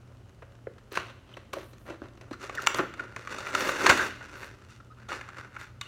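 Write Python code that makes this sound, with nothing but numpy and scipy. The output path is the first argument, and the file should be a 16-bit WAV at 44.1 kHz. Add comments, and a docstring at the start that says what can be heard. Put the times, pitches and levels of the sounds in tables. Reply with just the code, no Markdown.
"""A thin plastic tray is pulled out of a cardboard box opened by hand in a living room: it squeaks, scrapes
along the box and snaps free, then is handled and crackles lightly. Fingers knock and rub on the card, and the
lid pops open. Buckling bursts and stick-slip noise excite resonant sheets; gliding tones make the squeaks,
damped sines the booms, high-passed noise the edges. Sparse echoes make the room, over soft air and a low hum."""
import sys
import numpy as np
from scipy import signal
from scipy.fft import rfft, irfft, next_fast_len
from scipy.io import wavfile

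SR = 44100
rng = np.random.default_rng(int(sys.argv[2]) if len(sys.argv) > 2 else 0)


def wav_record(signal):
    """Record a signal, one row per channel, as 16-bit PCM in the file named by sys.argv[1]."""
    frames = np.transpose(np.atleast_2d(signal))
    bounded = np.clip(frames, -1, 1)
    # unit amplitude maps onto the largest positive 16-bit level
    quanta = np.round(bounded * 32767).astype(np.int16)
    wavfile.write(sys.argv[1], SR, quanta)


N = 259214

# Broad spectral colour of the card: f/Hz, relative level/dB
CARD_COLOUR = [(59, -44), (100, -21), (156, -5.5), (381, 1), (608, -3), (836, -2), (1580, 7), (2040, -3.5),
               (3780, -22.5), (5080, -25), (5770, -25.5), (8280, -31.5), (12900, -42), (16000, -46)]
# Broad spectral colour of the plastic when it buckles: f/Hz, relative level/dB
SNAP_COLOUR = [(60, -14.5), (200, -12), (380, -5), (600, -3), (740, -7), (900, -2), (1350, -4),
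               (2300, -5.5), (3150, -16.5), (4300, -13.5), (5100, -21), (6700, -13.5), (8300, -22.5),
               (9300, -26), (16000, -38.5)]
# Panel resonances of card and tray: f/Hz, width/Hz, nominal rise above the broad colour/dB
CARD_MODES = [(330, 130, 6), (576, 200, 9.5), (1020, 470, 0.5), (1620, 490, -7.5), (2670, 110, 4.5),
              (4080, 700, 7), (6070, 170, 10)]
TRAY_MODES = [(293, 41, 5), (373, 46, 3.4), (613, 270, 3.6), (1190, 180, 1), (1397, 150, 2.3),
              (1440, 110, 0.89), (2090, 41, 5.1), (2532, 48, 5.8), (2805, 220, 6.4), (3570, 440, 5.8),
              (4420, 300, 4.6), (5840, 530, 4.8), (7100, 250, 2)]


def amp(db):
    """Converts a level in decibels to an amplitude ratio."""
    return 10 ** (np.asarray(db) / 20)


def unit(x):
    """Normalises the mean power, to rms 1."""
    return x / np.sqrt(np.mean(x ** 2) + 1e-20)


def read(points, hz):
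    """Interpolates a table linearly on a log-frequency axis."""
    f, value = np.transpose(points)
    return np.interp(np.log(hz + 1), np.log(f + 1), value)


def add(mix, s, sound):
    """Linear superposition: adds a sound to the mix at time s, in place."""
    part = mix[max(round(s * SR), 0):][:len(sound)]
    part += sound[:len(part)]


def drift(rate_hz):
    """Slow random modulation: noise of rms 1 under a Gaussian low-pass."""
    size = next_fast_len(N, True)
    hz = np.fft.rfftfreq(size, 1 / SR)
    spectrum = rfft(rng.standard_normal(size)) * np.exp(-(hz / rate_hz) ** 2)
    return unit(irfft(spectrum, size)[:N])


def room_tone(waver=0.11, phase_drift_rad=0.91):
    """Steady background: shaped air noise plus the amplitude- and phase-wavering hum of an appliance."""
    # Spectrum of the air noise: f/Hz, relative level/dB
    air_colour = [(15, -48), (25, -5.5), (120, 2.5), (141, -9), (166, -8.5), (223, -5.5), (263, -9.5),
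                  (607, -23.5), (734, -22), (1400, -27), (2000, -35), (2990, -27), (3340, -33.5),
                  (6050, -36), (16000, -49.5)]
    # Partials of the hum: f/Hz, rms level/dB
    hum_partials = [(58, -66), (88, -63.5), (119.5, -56.5)]
    air_db = -55  # before the high-pass
    size = next_fast_len(N, True)
    t, hz = np.arange(N) / SR, np.fft.rfftfreq(size, 1 / SR)
    spectrum = rfft(rng.standard_normal(size)) * amp(read(air_colour, hz))
    air = unit(irfft(spectrum, size)[:N])
    air = signal.sosfilt(signal.butter(2, 38, "highpass", fs=SR, output="sos"), air)
    hum = np.zeros(N)
    for f, db in hum_partials:
        swell = 1 + waver * drift(3.2)
        hum += amp(db) * unit(swell * np.sin(2 * np.pi * f * t + phase_drift_rad * drift(3)))
    return amp(air_db) * air + hum


def room(x, wet_db=-11, first_echo_s=0.00495, size=256):
    """Reverberation: sparse wall echoes whose bands each decay exponentially at their own rate."""
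    # Reverberation time, the time to fall 60 dB: f/Hz, T60/s
    decay_times = [(200, 1), (530, 0.4), (1400, 0.51), (3700, 0.68), (8000, 0.4), (15000, 0.51)]
    echoes_per_s = 2500
    taps = rng.choice([-1., 1.], SR) * (rng.random(SR) < echoes_per_s / SR)
    taps *= np.arange(SR) > first_echo_s * SR
    hz, t, z = signal.stft(taps, SR, nperseg=size)
    fall_db = -60 * t / read(decay_times, hz)[:, None]
    tail = signal.istft(z * amp(fall_db), SR, nperseg=size)[1]
    return x + amp(wet_db) * signal.oaconvolve(x, tail / np.linalg.norm(tail))[:N]


def edges(low_hz=8000, tick_decay_s=0.00086, fade=0.43, flutter_db=2):
    """Thin-rim radiation, treble only: decaying noise when the rim catches, a noise swish when it glides."""
    # Ticks of a sheet's edge catching: t/s, relative level/dB
    catches = [(0.926, -43), (1.537, -39), (2.553, -41), (2.622, -38), (2.683, -41), (2.777, -39.5),
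               (3.474, -45), (3.501, -47)]
    # Fast strokes of smooth sheet on sheet: start t/s, end t/s, hiss level before the filter/dB
    glides = [(0.946, 0.98, -59), (1.54, 1.746, -65.5), (1.76, 1.91, -68.5), (2.758, 2.785, -45),
              (3.56, 3.74, -48), (3.731, 4.126, -53), (4.347, 4.493, -62), (5.575, 5.648, -67.5)]
    out, t = np.zeros(N), np.arange(SR // 50) / SR
    for s, db in catches:
        add(out, s, amp(db) * rng.standard_normal(len(t)) * np.exp(-t / tick_decay_s) * 2)
    for start, end, db in glides:
        n = int((end - start) * SR)
        add(out, start, amp(db) * rng.standard_normal(n) * signal.windows.tukey(n, fade))
    treble = signal.butter(2, [low_hz, 15000], "bandpass", fs=SR, output="sos")
    return signal.sosfilt(treble, out * amp(flutter_db * drift(120)))


def booms(rise_s=0.0024):
    """Damped oscillation: low swings of the jolted box walls and the air between them."""
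    # Booms of the hollow box: t/s, f/Hz, level before rise and decay/dB, decay time constant/s
    jolts = [(2.789, 181, -26, 0.0066), (2.791, 291.4, -28.5, 0.03), (3.895, 82.4, -30, 0.036),
             (3.96, 88.5, -39, 0.025)]
    out, t = np.zeros(N), np.arange(SR // 2) / SR
    for s, hz, db, decay in jolts:
        envelope = (1 - np.exp(-t / rise_s)) * np.exp(-t / decay)
        add(out, s, amp(db) * np.sin(2 * np.pi * hz * t) * envelope)
    return out


def squeaks(taper=0.31, jitter=0.015, shimmer_db=2, overtone_db=-27):
    """Regular stick-slip: short harmonic tones with an unsteady gliding pitch."""
    # Plastic against card and skin: t/s, length/s, first f/Hz, last f/Hz, rms level/dB
    runs = [(1.338, 0.0058, 3140, 2900, -47), (2.574, 0.012, 1940, 1670, -34),
            (2.582, 0.015, 1615, 1230, -32), (4.801, 0.01, 1420, 1300, -49.5),
            (4.901, 0.0305, 1230, 1303, -53.5), (5.817, 0.022, 2900, 2950, -50),
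            (5.854, 0.021, 2570, 3020, -52.5)]
    out, unsteady = np.zeros(N), drift(460)
    for s, length, first_hz, last_hz, db in runs:
        n = int(length * SR)
        wobble = np.roll(unsteady, -int(s * SR))[:n]
        hz = np.linspace(first_hz, last_hz, n) * (1 + jitter * wobble)
        phase = 2 * np.pi * np.cumsum(hz) / SR
        tone = np.sin(phase) + amp(overtone_db) * sum(np.sin(k * phase) for k in range(2, 5))
        shape = amp(shimmer_db * wobble) * signal.windows.tukey(n, taper)
        add(out, s, amp(db) * unit(tone * shape))
    return out


def panel(colour, modes, size=4096):
    """Minimum-phase response of a sheet: resonances stand out of a broad colour, with a causal impulse."""
    hz = np.fft.rfftfreq(size, 1 / SR)
    db = read(colour, hz)
    for f, width, rise in modes:
        db = db + rise / (1 + (2 * (hz - f) / width) ** 2)
    # folding the cepstrum onto positive times makes the phase minimal
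    cepstrum = irfft(np.log(amp(db)))
    cepstrum[1:size // 2] *= 2
    cepstrum[size // 2 + 1:] = 0
    return irfft(np.exp(rfft(cepstrum)))


def registers(x):
    """Band-splitting into body (panels ringing), thump (the whole shell) and tick or fizz (the contact)."""
    thump_edge_hz, tick_edge_hz = 750, 3000
    bands = [(2, [thump_edge_hz * 1.25, tick_edge_hz * .8], "bandpass"),
             (4, thump_edge_hz, "lowpass"),
             (5, tick_edge_hz, "highpass")]
    return [signal.sosfilt(signal.butter(*band, fs=SR, output="sos"), x) for band in bands]


def strokes(table):
    """Envelope superposition: body, thump and fizz power of strokes that share one sag and release."""
    # a stroke bites, eases off while it lasts and dies away when the finger lifts
    sag_db_per_s, added_release_db_per_s = 46, 261
    t, power = np.arange(SR // 2) / SR, np.zeros((3, N))
    for start, rise, hold, db, thump_db, fizz_db in table:
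        fall_db = sag_db_per_s * np.maximum(t - rise, 0)
        fall_db += added_release_db_per_s * np.maximum(t - rise - hold, 0)
        shape = np.minimum(t / rise, 1) * amp(db - fall_db)
        for register, extra_db in zip(power, (0, thump_db, fizz_db)):
            add(register, start, (shape * amp(extra_db)) ** 2)
    return power


def pull():
    """Sliding-friction envelope: body, thump and fizz power of the tray along the box."""
    # The tray creeps, slides, comes free, and the empty box is swung aside: t/s, relative level/dB
    slide = [(3.27, -55.5), (3.31, -41), (3.52, -41.5), (3.569, -30.5), (3.71, -31.5), (3.78, -36.5),
             (3.85, -29), (3.92, -24.5), (3.955, -33.5), (4.021, -31.5), (4.07, -36.5), (4.13, -53),
             (4.29, -50), (4.441, -45), (4.55, -61), (4.68, -66.5)]
    # thump and fizz follow the scrape; the fizz levels off
    thump_db, fizz_db, fizz_limit_db = -4, -7, -35
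    db = np.interp(np.arange(N) / SR, *np.transpose(slide), left=-np.inf, right=-np.inf)
    return amp([db, db + thump_db, np.minimum(db + fizz_db, fizz_limit_db)]) ** 2


def handling():
    """Power addition of grip, strokes and pull: the hands' effort as body, thump and fizz gains."""
    # Finger and flap strokes on card, then finger strokes on the tray: start t/s, rise/s, hold/s,
    # relative level/dB, thump above level/dB, fizz above level/dB
    card_table = [(.91, 0.012, 0.022, -51, 2.5, -0.5), (.95, 0.019, 0.023, -41, -2.5, -7),
                  (.985, 0.014, 0.097, -52, 0.5, -4.5), (1.25, 0.045, 0.17, -62.5, 2.5, -3.5),
                  (1.55, 0.013, .055, -48.5, 3, -4.5), (1.853, .03, 0.042, -46.5, 3.5, -10),
                  (2.02, 0.0085, 0.031, -53.5, 6, -9.5), (2.205, 0.016, .04, -58, 4.5, -11),
                  (2.31, 0.013, 0.022, -54.5, -2, -10)]
    tray_table = [(2.385, 0.044, .02, -45.5, -5, -3.5), (2.485, .015, 0.11, -45.5, -3, -10),
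                  (2.59, 0.014, .06, -45, 0, -4.5), (2.675, .015, .045, -41, -5, -16),
                  (2.735, .025, 0.031, -32.5, -5.5, -14), (2.785, .015, .05, -41, 4, -28),
                  (2.965, 0.011, 0.16, -47, -1, -11.5), (3.165, 0.013, 0.084, -47.5, -3, -6.5),
                  (3.8, .035, 0.056, -34.5, 4.5, -17), (4.68, 0.022, 0.058, -58, -14, 0.5),
                  (4.96, 0.018, 0.13, -56, -10, -13), (5.088, 0.026, 0.064, -38.5, -4, -8.5),
                  (5.22, 0.011, 0.11, -50.5, -9, -14), (5.335, 0.048, 0.02, -42, -11, -11.5),
                  (5.425, .025, 0.015, -47.5, -7, -15), (5.505, 0.045, 0.033, -51, -10, -11),
                  (5.58, 0.018, 0.031, -42.5, -16, -8), (5.815, .015, 0.036, -54.5, -11, -11)]
    # The holding hand never rests: body, thump, fizz relative level/dB
    grip_db = (-69, -64.5, -84.5)
    grip = amp(grip_db)[:, None] ** 2
    return np.sqrt(grip + strokes(card_table) + strokes(tray_table) + pull())


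def slips(speed, slow_per_s=500, fast_per_s=6000, clump_db=1.5):
    """Stick-slip force: separate unequal slips when slow, merging into a scrape when fast."""
    share = np.minimum((slow_per_s + fast_per_s * speed) / SR, 1)
    spread_db, hiss = 3.7 - .6 * speed, .5
    sizes = amp(spread_db * np.minimum(rng.exponential(1, N), 4)) * rng.choice([-1, 1], N)
    grains = (rng.random(N) < share) * sizes
    # offset the changes of slip rate and size with speed
    grains = unit(grains / np.sqrt(share) / amp(2 * spread_db))
    return unit((grains + hiss * rng.standard_normal(N)) * amp(clump_db * drift(64)))


def resonate(x, hz, width):
    """Heterodyne resonance: a one-pole low-pass turned to follow the curve hz, with gain 1 at its peak."""
    turn = np.exp(2j * np.pi * np.cumsum(hz) / SR)
    r = np.exp(-np.pi * width / SR)
    return 2 * (turn * signal.lfilter([1 - r], [1, -r], x / turn)).real


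def flex(force, amount, hz, width, wander):
    """Time-varying resonance: the panel under the fingers shifts in pitch as it bends."""
    return force + amount * resonate(force, hz * np.exp(wander * drift(20)), width)


def rubbing(effort, handover_s=2.2, card_db=-1, tray_db=-1.6, full_speed_db=-31):
    """Friction-driven panels: hands rub the card, then the tray scrapes once the hand is inside the box."""
    # Broad spectral colour of the rubbed tray: f/Hz, relative level/dB
    tray_colour = [(59, -14), (100, -13.5), (234, -2), (373, 2.5), (595, 1), (721, -8), (836, -0.5),
                   (1550, 1.5), (1910, -0.5), (2750, -10.5), (3190, -20.5), (3620, -18.5), (4980, -21),
                   (6990, -21), (16000, -42.5)]
    t = np.arange(N) / SR
    speed = np.minimum(effort[0] / amp(full_speed_db), 1) ** 2
    on_tab = np.interp(t, [.96, 1.02, 1.47, 1.53], [0, 1, 1, 0])  # the small stiff tab rasps higher than the box
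    on_card = flex(slips(speed, slow_per_s=1100), amount=2.0 * on_tab, hz=3250, width=430, wander=0.091)
    on_sheet = flex(slips(speed, slow_per_s=600), amount=1.1 * (1 - speed), hz=1430, width=140, wander=.08)
    on_sheet = flex(on_sheet, amount=0.68, hz=5270, width=540, wander=0.13)
    card = signal.oaconvolve(on_card, panel(CARD_COLOUR, CARD_MODES))[:N]
    tray = signal.oaconvolve(on_sheet, panel(tray_colour, TRAY_MODES))[:N]
    on_tray = np.clip((t - handover_s) * 20, 0, 1)  # equal-power crossfade over 50 ms
    card_gain = np.sqrt(1 - on_tray) * amp(card_db)
    tray_gain = np.sqrt(on_tray) * amp(tray_db)
    out = np.zeros(N)
    for on_box, on_plastic, gain in zip(registers(card), registers(tray), effort):
        out += gain * (card_gain * unit(on_box) + tray_gain * unit(on_plastic))
    return out


def blows(table, colour, modes, rattle, ring_db, ring_width, level_db, build, size=4096):
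    """Impact excitation: creaks build to one sharp buckle, then scatter; the struck panel gains a resonance."""
    peak = size // 16
    out, t = np.zeros(N), (np.arange(size) - peak) / SR
    for s, body_db, thump_db, tick_db, ring_hz, scatter in table:
        force = rng.standard_normal(size) * np.sqrt(rng.exponential(1, size))
        force *= np.exp(-abs(t) / np.where(t < 0, build * scatter, scatter))
        force *= rattle * np.sqrt(scatter / 0.001) / np.linalg.norm(force)
        force[peak] += 1
        # the place of the blow decides how strongly each mode answers
        struck = [(f, width, rise + 1.5 * rng.standard_normal()) for f, width, rise in modes]
        struck.append((ring_hz, ring_width * np.sqrt(ring_hz), ring_db))
        parts = registers(signal.fftconvolve(force, panel(colour, struck))[:size])
        for part, db in zip(parts, (body_db, thump_db, tick_db)):
            part = part * np.sqrt(.01 * SR) / np.linalg.norm(part)  # energy of 10 ms at rms 1
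            add(out, s + t[0], amp(db + level_db) * part)
    return out


def crackles(effort):
    """Random buckling: flexing sheets crackle at random times, as loudly as they are being rubbed."""
    # Crackle above the rubbing: body, thump, tick relative level/dB
    above_rubbing_db = (-8.5, -13.5, -8.5)
    crackles_per_s, spread_db, scatter_s = 22, 3, 0.002
    middle_ring_hz, ring_octaves = 1505, 0.29  # octaves either side
    least_db = -65  # even a still grip makes the sheets tick as if they were rubbed this hard
    rows = []
    for when, strength, place in rng.random((int(crackles_per_s * N / SR), 3)):
        size_db = spread_db * min(-np.log(1 - strength), 4)
        rubbed_db = np.maximum(20 * np.log10(effort[:, int(when * N)]), least_db)
        levels_db = rubbed_db + above_rubbing_db + size_db
        ring_hz = middle_ring_hz * 2 ** (ring_octaves * (2 * place - 1))
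        rows.append((when * N / SR, *levels_db, ring_hz, scatter_s))
    return blows(rows, SNAP_COLOUR, TRAY_MODES, rattle=1.5, ring_db=11.5, ring_width=3.6,
                 level_db=-3.5, build=0.13)


def box_knocks():
    """Impacts on card: high damping makes the limp panels ring broadly."""
    # Blows on the box: t/s, body, thump and tick relative level/dB, ringing panel f/Hz, scatter time/s
    knocks = [(0.4235, -44, -44, -63, 536, 0.0077), (0.67, -43, -29.5, -81, 400, 0.0042),
              (0.7827, -52, -59, -59, 520, .006), (0.9194, -46, -38, -47, 377, 0.0063),
              (0.955, -33.5, -60, -34.5, 1650, 0.015), (0.9735, -21.5, -28, -32, 1540, 0.0033),
              (1.3699, -41.5, -41, -49.5, 443, 0.0066), (1.5333, -32, -32.5, -36.5, 1090, 0.0079),
              (1.569, -49, -29, -69, 560, .008), (1.733, -57, -50, -55, 384, 0.008),
              (1.899, -43, -32.5, -49, 333, 0.011), (2.0185, -43, -34, -63, 280, 0.0017),
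              (2.1746, -55, -52, -59.5, 302, 0.0064), (2.212, -49, -49.5, -51.5, 610, 0.0055),
              (2.3115, -45, -30, -50.5, 296, 0.0078), (2.33, -38, -57, -45, 1290, .009),
              (2.786, -26, -45, -39, 1380, 0.0023), (2.7915, -21, -20.5, -39, 362, 0.0071)]
    return blows(knocks, CARD_COLOUR, CARD_MODES, rattle=1.5, ring_db=11.0, ring_width=11,
                 level_db=-4, build=0.21)


def tray_snaps():
    """Snap buckling of taut plastic: light damping makes its resonances narrower than the card's."""
    # Snaps of the tray: t/s, body, thump and tick relative level/dB, ringing panel f/Hz, scatter time/s
    snaps = [(2.436, -39.5, -40.5, -51, 1350, 0.022), (2.496, -36, -39.5, -52, 1210, .0025),
             (2.551, -51, -45, -44, 603, 0.0063), (2.62, -56, -46, -43, 1440, .0085),
             (2.665, -33, -61, -37.5, 1730, 0.0038), (2.6714, -18, -38, -22, 1350, .0014),
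             (2.7455, -36, -38, -34, 1120, 0.0028), (2.9388, -43.5, -52, -53, 1410, 0.0051),
             (2.9955, -29, -48, -56, 1420, 0.0055), (3.163, -35.5, -45, -46.5, 1550, 0.0038),
             (3.274, -34.5, -60, -51, 1250, 0.0035), (3.386, -39, -44.5, -42, 1290, 0.0088),
             (3.469, -34.5, -48, -61, 2050, 0.0043), (3.5505, -21.5, -36.5, -32, 1240, 0.0038),
             (3.692, -25, -38, -39, 1510, 0.0031), (3.8615, -19, -43, -35, 1770, 0.0042),
             (3.8655, -14.5, -27.5, -23, 1680, 0.007), (3.8942, -19, -25, -24, 2150, 0.0036),
             (3.8985, -12.5, -24, -21.5, 1540, 0.0093), (3.9105, -21, -26, -29.5, 1370, 0.0079),
             (3.9745, -26.5, -57, -35, 1430, 0.0065), (3.996, -20.5, -37, -52, 1580, 0.023),
             (4.2094, -42, -52, -67, 1460, .009), (4.4314, -37.5, -50.5, -62.5, 1550, 0.006),
             (5.0895, -36, -46, -46.5, 1430, 0.013), (5.1189, -36, -42.5, -60, 1260, 0.00082),
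             (5.128, -33.5, -55, -46, 1220, 0.006), (5.2117, -39.5, -52, -53, 1690, .004),
             (5.289, -41, -59, -55.5, 1560, 0.0055), (5.5645, -36.5, -54, -61, 1420, 0.0053),
             (5.8125, -42, -75, -36, 3700, 0.0031), (5.817, -40, -73, -56, 1150, 0.0024)]
    return blows(snaps, SNAP_COLOUR, TRAY_MODES, rattle=2.1, ring_db=13.5, ring_width=5.8,
                 level_db=-1, build=0.19)


def scene():
    """Superposition of box and tray sounds in the reverberant room, over its background."""
    effort = handling()
    impacts = box_knocks() + tray_snaps() + crackles(effort)
    contacts = rubbing(effort) + squeaks() + booms() + edges()
    return (room(impacts + contacts) + room_tone())[None]


def record(dry):
    """Band limitation by a linear-phase low-pass at 16 kHz."""
    low_pass = signal.firwin(511, 16000, window=("kaiser", 9), fs=SR)
    return signal.oaconvolve(dry, low_pass[None], "same")


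dry = scene()
out = record(dry)
wav_record(out)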